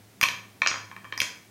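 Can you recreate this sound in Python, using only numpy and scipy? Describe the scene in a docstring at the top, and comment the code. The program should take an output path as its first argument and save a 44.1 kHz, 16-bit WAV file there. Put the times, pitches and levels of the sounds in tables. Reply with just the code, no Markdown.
"""In a small quiet room, glass stones are dropped one by one into the pits of a wooden board.
Each drop is a quick run of hits: the board knocks, the hollow of the pit clacks, and glass
meeting glass clinks with a sharp snap. Each of these is a few tones that fade very fast.
Between drops the stones tap softly. The room rings on briefly over a faint hum and hiss."""
import sys
import numpy as np
from scipy import signal
from scipy.fft import rfft, irfft
from scipy.io import wavfile

SR = 44100
rng = np.random.default_rng(int(sys.argv[2]) if len(sys.argv) > 2 else 0)


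def transcribe(u):
    """Save the signal u as a 16-bit wav file named by the first command-line argument.

    u: samples, shape (n,) or (channels, n), limited to [-1, 1]; the rate is SR.
    q: integer samples, one column per channel.
    """
    v = np.clip(np.atleast_2d(u).T, -1, 1)
    q = np.round(v * 32767).astype(np.int16)
    wavfile.write(sys.argv[1], SR, q)


N = 66150


def from_db(db):
    """Turn decibels into a number to multiply a sound by."""
    return 10 ** (np.asarray(db) / 20)


def rms_one(x):
    """Scale a sound so that its average level (rms) is 1."""
    return x / np.sqrt(np.mean(x ** 2) + 1e-20)


def at_hz(table, hz, column=1):
    """Look up a table's value at any pitch, sliding smoothly between its rows."""
    table = np.array(table)
    return np.interp(np.log(np.maximum(hz, 1)), np.log(table[:, 0]), table[:, column])


def keep_part(x, hz, kind, order=4):
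    """Keep the "low" part, the "high" part or one "band" of a sound."""
    return signal.sosfilt(signal.butter(order, hz, kind, fs=SR, output="sos"), x)


def add(out, start_s, sound):
    """Mix a sound in at its start time."""
    start = int(start_s * SR)
    out[start:start + len(sound)] += sound[:N - start]


def background():
    """Steady room noise and hiss, with a low hum: noise in bands so narrow that it wavers."""
    # how strong the steady noise is from low to high: pitch_hz, relative_db
    noise_shape = [(15, -54), (25, -32), (108, -9.5), (277, -11), (373, -11.5), (560, -20), (641, -16),
                   (1130, -23), (2350, -22), (2840, -24.5), (3620, -25.5), (16000, -31.5)]
    # the tones of the hum: pitch_hz, level_db, width_hz
    hum_tones = [(106.6, -57.5, 3.7), (192.5, -62, 5.7)]
    hz = np.arange(N // 2 + 1) * SR / N
    noise = irfft(rfft(rng.standard_normal(N)) * from_db(at_hz(noise_shape, hz)), N)
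    out = from_db(-56) * rms_one(noise)
    for pitch_hz, level_db, width_hz in hum_tones:
        peak = 1 / (1 + ((hz - pitch_hz) / width_hz) ** 2)
        hum = irfft(rfft(rng.standard_normal(N)) * peak, N)
        out += from_db(level_db) * rms_one(hum)
    return out


def room_echo(sound):
    """Many reflections build up quickly, then each band of pitches fades at its own speed."""
    # the room's echo: pitch_hz, level_db, fade_s (time to fall by 60 dB)
    echo_bands = [(150, -3.5, 0.41), (500, -1.5, 0.43), (960, 1, 0.47), (1700, -4, 0.47), (2420, -6, 0.41),
                  (4180, 0, 0.39), (6220, -3, 0.42), (8950, 7.5, 0.31), (13700, -14.5, 0.47)]
    delay_s, build_s = 0.0017, 0.0078
    early_db, early_s = 4.5, 0.013   # the first reflections stand out above the rest
    t = np.arange(SR * 3 // 4) / SR
    onset = np.clip((t - delay_s) / build_s, 0, 1) * from_db(early_db * np.exp(-t / early_s))
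    edges_hz = np.geomspace(100, 17000, 19)
    echo = 0
    for low, high in zip(edges_hz, edges_hz[1:]):
        hz = np.sqrt(low * high)
        noise = keep_part(rng.standard_normal(len(t)), [low, high], "band", order=3)
        tail = noise * onset * from_db(-60 * t / at_hz(echo_bands, hz, column=2))
        tail *= np.sqrt(2 * (high - low) / SR / np.sum(tail ** 2))   # bring the band to 0 dB
        echo += from_db(at_hz(echo_bands, hz)) * tail
    return signal.fftconvolve(sound, echo)[:N]


def ring(force, pitch_hz, fade_s):
    """One natural tone of an object: each push starts a sine wave that falls 60 dB in fade_s."""
    decay = from_db(-60 / (fade_s * SR))
    angle = 2 * np.pi * pitch_hz / SR
    return signal.lfilter([0, np.sin(angle)], [1, -2 * decay * np.cos(angle), decay ** 2], force + 1e-18)


def strike(tones, spread_db=2.5):
    """A stone hits and rattles as it settles, ringing an object's tones in a slightly random mix."""
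    rattle_strength, rattle_s, contact_s = 0.12, 0.0021, 0.0034
    t = np.arange(SR // 20) / SR
    force = rattle_strength * rng.standard_normal(len(t)) * np.exp(-(t / rattle_s) ** 2)
    force[0] += 1   # the hit itself
    sound = 0
    for k, (pitch_hz, relative_db, fade_s) in enumerate(tones):
        gain = from_db(relative_db + spread_db * rng.standard_normal())
        sound += (-1) ** k * gain * ring(force, pitch_hz, fade_s)   # every second tone is flipped
    # as much energy as a sound of level 1 that lasts for contact_s
    return sound / np.sqrt(np.sum(sound ** 2) / (contact_s * SR))


def dropped_stones():
    """Every hit sounds board, pit and glass in its own mix and leaves the board ringing."""
    # the hits of the stones: start_s, board_db, pit_db, glass_db, snap_db
    hits = [ (0.2124, -26, -20, -25.5, -29), (0.2293, -25, -15, -32, -38), (0.2321, -26.5, -40, -26, -28.5),
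            (0.2366, -20, -12.5, -30, -35), (0.2860, -28.5, -22.5, -33, -48),
            (0.6187, -19, -16, -36.5, -51.5), (0.6617, -20, -22, -34, -59), (0.6726, -26, -17.5, -19, -51),
            (0.6838, -53, -51, -30, -65), (0.7137, -26.5, -28, -40, -69), (0.7410, -30, -39, -46, -71),
            (0.758, -31.5, -41.5, -50.5, -70), (0.914, -37.5, -52.5, -60, -68), (0.964, -37, -43, -58, -58),
            (1.044, -40, -49, -61, -66), (1.05, -39.5, -52, -62, -70), (1.1240, -28, -33, -48, -66),
            (1.1765, -31, -47, -30, -43.5), (1.2025, -39.5, -16.5, -26.5, -30.5),
            (1.2166, -24, -26.5, -24.5, -43)]
    # tones of the board's knock, the pit's clack, the glass's clink and the high snap,
    # each with: pitch_hz, relative_db, fade_s
    board_tones = [(296, -19.5, 0.027), (491, -10, 0.0082), (1103, -1.5, 0.019), (1400, 4, 0.005),
                   (1798, 3, 0.016)]
    pit_tones = [(2330, -0.5, 0.012), (2580, 1, 0.0052), (3251, -9, .011), (4120, -14.5, 0.0056)]
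    glass_tones = [(5075, -0.2, 0.0068), (5740, -3.8, 0.011), (6476, 1, 0.0047)]
    snap_tones = [(10510, -0.5, 0.002), (11850, -9, 0.012), (13460, 3.5, 0.0024)]
    # the board's longer ring: pitch_hz, relative_db (compared with the knock), fade_s
    lasting_tones = [(991.3, -26.5, 0.44), (1070, -34, 0.12), (1260, -18.5, 0.22), (1687, -32, 0.066),
                     (2318, -16.5, 0.14), (2490, -22, 0.23), (3170, -21, 0.21)]
    board_lag_s = 0.00029   # low waves that bend the board arrive a little late
    wood, glass, snap, blows = np.zeros((4, N))
    for start_s, board_db, pit_db, glass_db, snap_db in hits:
        add(wood, start_s + board_lag_s, from_db(board_db) * strike(board_tones))
        add(wood, start_s, from_db(pit_db) * strike(pit_tones))
        add(glass, start_s, from_db(glass_db) * strike(glass_tones))
        add(snap, start_s, from_db(snap_db) * strike(snap_tones))
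        add(blows, start_s, from_db([board_db]))
    board_ring = sum(from_db(db) * ring(blows, hz, fade_s) for hz, db, fade_s in lasting_tones)
    body = keep_part(wood + glass + board_ring, hz=7650, kind="low", order=8)
    return body + keep_part(snap, hz=8000, kind="high", order=2)


def scene():
    """The stones heard from close by, with the room's echo, hum and hiss, in one channel."""
    stones = dropped_stones()
    return (stones + room_echo(stones) + background())[None]


def record(dry):
    """Cut away the very highest pitches steeply."""
    cutoff_hz = 16000
    return signal.sosfilt(signal.ellip(10, .3, 80, cutoff_hz, fs=SR, output="sos"), dry)


dry = scene()
out = record(dry)
transcribe(out)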